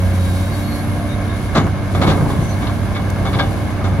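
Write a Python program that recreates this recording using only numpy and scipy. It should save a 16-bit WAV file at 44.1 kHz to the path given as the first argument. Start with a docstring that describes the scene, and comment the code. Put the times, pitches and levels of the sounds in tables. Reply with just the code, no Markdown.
"""A six-cylinder diesel drones and clatters, sagging under load: an excavator in a sand pit, from the rim.
Exhaust tones and pump hum follow the crankshaft; each firing rattles the casing. The steel bucket
knocks and clanks several times, earth tumbles with a dull rumble, clods thump and stones clack.
Behind these, oil hisses through valves, the arm squeals thinly and its joints squeak."""
import sys
import numpy as np
from scipy import signal
from scipy.fft import rfft, irfft
from scipy.io import wavfile

SR = 44100
rng = np.random.default_rng(int(sys.argv[2]) if len(sys.argv) > 2 else 0)


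def unload_audio(sound):
    """Save the sound as a 16-bit wav file, at the path given as the first command line argument."""
    columns = np.transpose(np.atleast_2d(sound))
    # keep every value between -1 and 1, then stretch to whole-number steps
    steps = np.round(np.clip(columns, -1, 1) * 32767)
    wavfile.write(sys.argv[1], SR, steps.astype(np.int16))


N = 176400
T = np.arange(N) / SR

# crankshaft speed: time_s, speed_hz
CRANK_SPEED = [(0, 30.5), (.3, 30.4), (.58, 32.2), (1.4, 32.6), (1.85, 32.4), (2.07, 30.8), (2.45, 32.8),
               (3, 32.4), (3.25, 31.6), (3.66, 32.7), (4, 31.2)]
# bucket knocks: start_s, level_db, rattle_s, thud_db, crack_db
BUCKET_KNOCKS = [(1.546, -18, 0.037, 2, 1.5), (1.947, -22.5, 0.0063, -1.5, -2.5),
                 (2.012, -19.5, 0.025, -1, 2.5), (2.062, -21, 0.051, 1, 3.5),
                 (2.299, -28.5, 0.0069, -4, -1), (2.619, -27.5, 0.015, -1, -1),
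                 (2.668, -36.5, 0.0064, -5, 14), (2.946, -27, 0.022, -5, 1.5), (3.25, -23.5, 0.019, -2, -2),
                 (3.327, -25.5, 0.025, -6.5, 3), (3.386, -18.5, 0.016, -8, 3.5),
                 (3.84, -27.5, 0.016, 2, -1)]
# midrange of an impact: freq_hz, density_db
CLANK_SPECTRUM = [(250, -12), (500, 3), (780, 4.5), (880, -4), (1150, 6), (1400, -2.5), (1880, -9.5),
                  (2150, -4), (2800, -46)]


def exhaust():
    """Drone at the firing rate, three per crank turn, and its octave."""
    # firing tone: time_s, level_db
    loudness = [(0, -15), (.35, -16), (.6, -22.5), (1.78, -24), (1.93, -19.5), (2.1, -19.5), (2.35, -24),
                (3.3, -20), (3.66, -26.5), (4, -16.5)]
    # exhaust tones: crank_multiple, gain_db
    orders = [(3, -0.5), (6, -10)]
    return from_db(in_time(loudness)[0]) * crank_tones(orders, flutter_db=2.0, wander_rad=0.19)


def casing_clatter():
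    """Noise swells at every firing and excites the engine casing."""
    # casing resonances: pitch_hz, base_width_hz, gain_db
    modes = [(583, 146, -1.5), (669, 82, -2), (1048, 120, -2), (1608, 147, -2.5), (2158, 112, -3.5),
             (6270, 110, -18.5)]
    level_db, firing_depth, broadening = -32, 0.215, 1.6
    firing = np.cos(2 * np.pi * 3 * crank_turns())
    bursts = noise([(20, 0), (20000, 0)]) * np.exp(firing_depth * firing) * from_db(drift(17))
    clatter = sum(from_db(db) * resonate_twice(bursts, hz, width_hz * broadening)
                  for hz, width_hz, db in modes)
    return from_db(level_db) * rms_one(clatter)


def bucket():
    """Each knock is a run of contacts: thud, gritty clank, crack, sprayed sand and ringing steel."""
    # low end of a knock: freq_hz, density_db
    thud_spectrum = [(70, -7), (140, 1.5), (270, 5.5), (420, -4.5), (700, -52)]
    # top end of a knock: freq_hz, density_db
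    crack_spectrum = [(1500, -0.5), (2600, -3), (3700, 2), (4800, -6), (7500, -36)]
    # sand thrown by blows into soil: centre_hz, width_hz, re_thud_db
    spray_band = (6000, 3000, -19)
    # steel bucket modes: pitch_hz, gain_db, t60_s
    modes = [(537, -5.5, .8), (783, -2, 0.42), (1220, -8, 0.19), (1603, 2, 0.12), (2210, -0.5, 0.17),
             (2907, -12.5, 0.35), (3520, -3, .16)]
    clank_gain_db, crack_gain_db, ring_gain_db = 0.5, -7, -5.5
    contacts_per_s, right_lag_ms = 620, 0.09  # the bucket works to the left
    _, db, _, thud_db, crack_db = np.transpose(BUCKET_KNOCKS)
    grit = rms_one(from_db(-drift(130)))
    thud = knock_envelope(db + thud_db, t60_s=0.37) * noise(thud_spectrum, direct=True)
    clank = knock_envelope(db + thud_db / 2 + clank_gain_db, t60_s=0.24)
    clank = clank * noise(CLANK_SPECTRUM, direct=True)
    crack = knock_envelope(db + crack_db + crack_gain_db, t60_s=0.14)
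    crack = crack * noise(crack_spectrum, direct=True)
    spray_hz, spray_width_hz, spray_db = spray_band
    sand = resonate_twice(rng.standard_normal((2, N)), spray_hz, spray_width_hz)
    spray = knock_envelope(db + thud_db + spray_db, t60_s=0.14) * rms_one(sand)
    force = knock_envelope(db - thud_db, t60_s=0.052)  # blows cushioned by soil ring less
    contacts = force * (rng.random(N) < contacts_per_s / SR)
    steel = 0
    for hz, mode_db, t60_s in modes:
        coupling = rng.standard_normal(N) + 0.5 * rng.standard_normal((2, N))
        steel += from_db(mode_db) * ring(contacts * coupling, hz, t60_s)
    ringing = from_db(ring_gain_db) * np.std(force) * rms_one(steel)
    left, right = thud + grit * (clank + crack + spray) + ringing
    return np.array([left, lag(right, right_lag_ms)])


def knock_envelope(levels_db, t60_s):
    """Every knock rises, holds while the bucket rattles, and dies away."""
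    attack_share = 0.23
    power = 0
    for (start_s, _, rattle_s, _, _), db in zip(BUCKET_KNOCKS, levels_db):
        rise = np.clip((T - start_s) / (attack_share * rattle_s), 0, 1)
        power += (from_db(db) * rise * decay(start_s + rattle_s, t60_s)) ** 2
    return np.sqrt(power)


def earth():
    """Soil tumbles in a lumpy rumble; heavy clods thump as they land."""
    # tumbling soil: time_s, level_db
    loudness = [(1.55, -43), (1.62, -16), (1.8, -52), (2.03, -14.5), (2.4, -20), (2.52, -27.5), (3.05, -29),
                (3.42, -21), (3.72, -31), (3.9, -24.5)]
    # soil colour: freq_hz, density_db
    spectrum = [(33, -23), (130, 2), (200, -2.5), (400, -11.5), (1100, -17), (1900, -38.5), (9000, -58)]
    # clod landings: start_s, impulse_db
    clods = [(1.582, -0.5), (2.228, -3), (2.388, -1), (2.424, -3.5), (3.356, -5), (3.937, -7)]
    clod_hz, lumps_db = 135, 2.1
    landings = np.zeros(N)
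    for start_s, db in clods:
        landings[int(start_s * SR)] = from_db(db)
    thumps = ring(resonate(landings, clod_hz, 2 * clod_hz), clod_hz, t60_s=0.04)
    tumble = rms_one(noise(spectrum) * from_db(lumps_db * drift(30)))
    return thumps + from_db(in_time(loudness)[0]) * tumble


def stones():
    """Loose stones drop, each with a dry clack."""
    # stone landings: start_s, level_db
    drops = [(1.669, -23), (2.176, -26.5), (2.205, -27), (2.696, -24), (3.161, -27), (3.814, -28)]
    envelope = sum((T > start_s) * from_db(db) * decay(start_s, t60_s=0.1) for start_s, db in drops)
    clack = resonate(noise(CLANK_SPECTRUM, direct=True), hz=1120, width_hz=1100)
    return envelope * rms_one(clack)


def machine_rumble():
    """Low, nearly steady noise of the machinery."""
    # rumble colour: freq_hz, density_db
    spectrum = [(25, -27), (42, -5), (60, 1.5), (155, -4.5), (215, -12), (340, -12.5), (430, -19.5),
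                (1400, -25.5), (1900, -35), (2800, -33.5), (5000, -40), (8000, -60)]
    return from_db(-22 + 0.24 * drift(13)) * noise(spectrum)


def pump_hum():
    """The hydraulic pumps hum at multiples of crank speed."""
    # hum: time_s, level_db
    loudness = [(0, -34), (.45, -33), (.6, -29), (1.15, -28.5), (1.45, -35), (3.3, -34), (3.65, -32),
                (4, -35.5)]
    # pump tones: crank_multiple, gain_db
    orders = [(7, -0.5), (9, -1), (18, -14.5)]
    return from_db(in_time(loudness)[0]) * crank_tones(orders, flutter_db=1.0, wander_rad=0.1)


def singing_panel():
    """A panel resonates when the sagging engine brings a pump tone onto its pitch."""
    # panel resonance: unrounded_crank_multiple, pitch_hz, width_hz, peak_db
    resonance = (17.5, 555, 16, -33)
    order, hz, width_hz, db = resonance
    drive_hz = np.round(order) * in_time(CRANK_SPEED)[0]
    response = 1 / np.hypot(1, 2 * (drive_hz - hz) / width_hz)
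    return from_db(db + 2 * drift(4.9)) * response * np.sin(2 * np.pi * np.cumsum(drive_hz) / SR)


def valves():
    """Oil hisses through valves with a faint falling whistle, reaching the right ear first."""
    # oil hiss: time_s, level_db
    loudness = [(0, -41), (.3, -38), (1.2, -45), (1.42, -42.5), (1.75, -49), (2.03, -40), (2.55, -42.5),
                (3, -45), (3.6, -42.5), (3.8, -47)]
    # hiss colour: freq_hz, density_db
    spectrum = [(1500, -5), (3600, 3), (5400, -2.5), (7500, 0), (10700, 1.5), (14000, -10)]
    # breathy whistle: time_s, pitch_hz, level_db
    whistle = [(.45, 12200, -53), (.72, 11400, -44.5), (1.42, 10150, -54), (1.9, 9150, -57)]
    whistle_hz, whistle_db = in_time(whistle)
    hiss_gain = from_db(in_time(loudness)[0] + drift(16))
    direct = hiss_gain * noise(spectrum)[0] + from_db(whistle_db) * narrow_tone(whistle_hz, width_hz=360)
    diffuse = hiss_gain * from_db(-4.5) * noise(spectrum)
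    return np.array([lag(direct, ms=0.184), direct]) + diffuse


def arm_squeal():
    """The moving arm gives one thin, wavering tone."""
    # squeal: start_s, length_s, pitch_hz, level_db
    squeal = (.04, .72, 3815, -48)
    start_s, length_s, hz, db = squeal
    ears = np.array([np.sqrt(2) * np.sin(2 * np.pi * hz * T + drift(10)) for _ in "LR"])
    return from_db(db) * swell(start_s, length_s) * ears


def joint_squeaks():
    """Joints squeak in stuttering pairs of close tones."""
    # squeaks: start_s, length_s, pitch_hz, level_db
    squeaks = [(0.511, 0.065, 4560, -42), (0.608, 0.22, 4420, -44), (1.087, 0.07, 3840, -46),
               (1.28, .09, 3780, -45.5), (1.557, 0.11, 6900, -47.5), (2.4, .17, 6300, -48),
               (2.497, .06, 4270, -44)]
    width_hz, pair_ratio, stutter_db = 47, 0.957, 3
    out = np.zeros((2, N))
    for start_s, length_s, hz, db in squeaks:
        ears = np.array([narrow_tone(hz, width_hz) + narrow_tone(hz * pair_ratio, width_hz) for _ in "LR"])
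        out += from_db(db + stutter_db * drift(15)) * swell(start_s, length_s) * ears
    return out


def dry_tick():
    """One small, bright tick close by."""
    # tick: start_s, level_db, decay_s
    event = (3.102, -23.5, 0.0021)
    start_s, db, decay_s = event
    envelope = (T > start_s) * np.exp(-np.clip((T - start_s) / decay_s, 0, 20))
    return from_db(db) * envelope * noise([(1500, -9), (7500, 4), (15000, -4)])


def crank_turns():
    """Running count of crankshaft turns."""
    return np.cumsum(in_time(CRANK_SPEED)[0]) / SR


def crank_tones(orders, flutter_db, wander_rad):
    """Tones locked to the crankshaft, each a little unsteady in level and phase."""
    angle_rad = 2 * np.pi * crank_turns()
    out = 0
    for order, db in orders:
        gain = from_db(db + flutter_db * drift(13.7))
        out += gain * np.sin(order * angle_rad + wander_rad * drift(7) + rng.uniform(0, 2 * np.pi))
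    return np.sqrt(2) * out


def noise(spectrum, direct=False):
    """Coloured stereo noise, alike in the bass and wide in the treble; rms 1."""
    # likeness of the ears, diffuse sound: freq_hz, correlation
    diffuse_likeness = [(40, 0.62), (400, 0.81), (2600, 0.4), (5000, 0)]
    # likeness of the ears, impacts arriving more directly: freq_hz, correlation
    direct_likeness = [(600, 0.97), (4200, 0.59), (5500, 0.11)]
    hz = np.fft.rfftfreq(N, 1 / SR)
    mid, side = rfft(rng.standard_normal((2, N)))
    alike = at_hz(direct_likeness if direct else diffuse_likeness, hz)
    ears = np.sqrt(1 + alike) * mid + np.sqrt(1 - alike) * side * [[1], [-1]]
    return rms_one(irfft(ears * from_db(at_hz(spectrum, hz)), N))


def narrow_tone(hz, width_hz):
    """Unsteady, breathy tone; rms about 1."""
    phase = 2 * np.pi * np.cumsum(hz * np.ones(N)) / SR
    return drift(width_hz) * np.cos(phase) + drift(width_hz) * np.sin(phase)


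def drift(rate_hz):
    """Smooth random curve; rms about 1."""
    hop, warmup = 40, 2000
    r = np.exp(-2 * np.pi * rate_hz * hop / SR)
    white = rng.standard_normal(N // hop + warmup + 2)
    slow = signal.lfilter([1], [1, -2 * r, r * r], white)[warmup:]
    return np.interp(np.arange(N) / hop, np.arange(len(slow)), rms_one(slow))


def resonate(x, hz, width_hz):
    """Resonance with peak gain 1."""
    r, w = np.exp(-np.pi * width_hz / SR), 2 * np.pi * hz / SR
    return signal.lfilter(np.array([1, 0, -1]) * (1 - r * r) / 2, [1, -2 * r * np.cos(w), r * r], x)


def resonate_twice(x, hz, width_hz):
    """Two equal resonances in series: steeper skirts."""
    return resonate(resonate(x, hz, width_hz), hz, width_hz)


def ring(clicks, hz, t60_s):
    """A unit click starts a decaying sine of height 1."""
    r, w = np.exp(-np.log(1000) / (t60_s * SR)), 2 * np.pi * hz / SR
    return signal.lfilter([0, np.sin(w)], [1, -2 * r * np.cos(w), r * r], clicks + 1e-18)


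def decay(start_s, t60_s):
    """1 until start_s, then an exponential fall."""
    return from_db(-60 * np.clip((T - start_s) / t60_s, 0, 2))


def swell(start_s, length_s):
    """Rounded rise and fall."""
    return np.sqrt(np.abs(np.sin(np.pi * np.clip((T - start_s) / length_s, 0, 1))))


def lag(x, ms):
    """Circular delay."""
    return np.roll(x, round(ms * SR / 1000))


def in_time(rows):
    """Columns of a curve at every sample."""
    time_s, *columns = np.transpose(rows)
    return [np.interp(T, time_s, column) for column in columns]


def at_hz(points, hz):
    """Interpolate on a log-frequency axis."""
    freq_hz, values = np.transpose(points)
    return np.interp(np.log(hz + 1), np.log(freq_hz), values)


def from_db(db):
    """Decibels to gain."""
    return 10 ** (np.asarray(db) / 20)


def rms_one(x):
    """Scale to rms 1."""
    return x / np.sqrt(np.mean(x ** 2) + 1e-20)


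def scene():
    """The excavator at work, its drone and rumble slightly to the right."""
    balance = from_db([[-0.8], [0.7]])
    machine = balance * (exhaust() + pump_hum()) + casing_clatter()
    machine += balance * machine_rumble() + singing_panel() + valves()
    return machine + bucket() + earth() + stones() + arm_squeal() + joint_squeaks() + dry_tick()


def record(dry):
    """Peaks clip, the left microphone port favours the presence band, and the top is cut."""
    # port mismatch: centre_hz, width_hz, left_minus_right_db
    port_colour = (3760, 750, 6.1)
    centre_hz, width_hz, db = port_colour
    cutoff_hz = 15700
    hz = np.fft.rfftfreq(2 * N, 1 / SR)
    presence = np.exp(-((hz - centre_hz) / width_hz) ** 2)
    ports = from_db(db / 2 * presence * [[1], [-1]])
    lowpass = 1 / np.sqrt(1 + (hz / cutoff_hz) ** 160)
    clipped = np.clip(dry, -0.95, 0.95)
    return irfft(rfft(clipped, 2 * N) * ports * lowpass)[:, :N]


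dry = scene()
out = record(dry)
unload_audio(out)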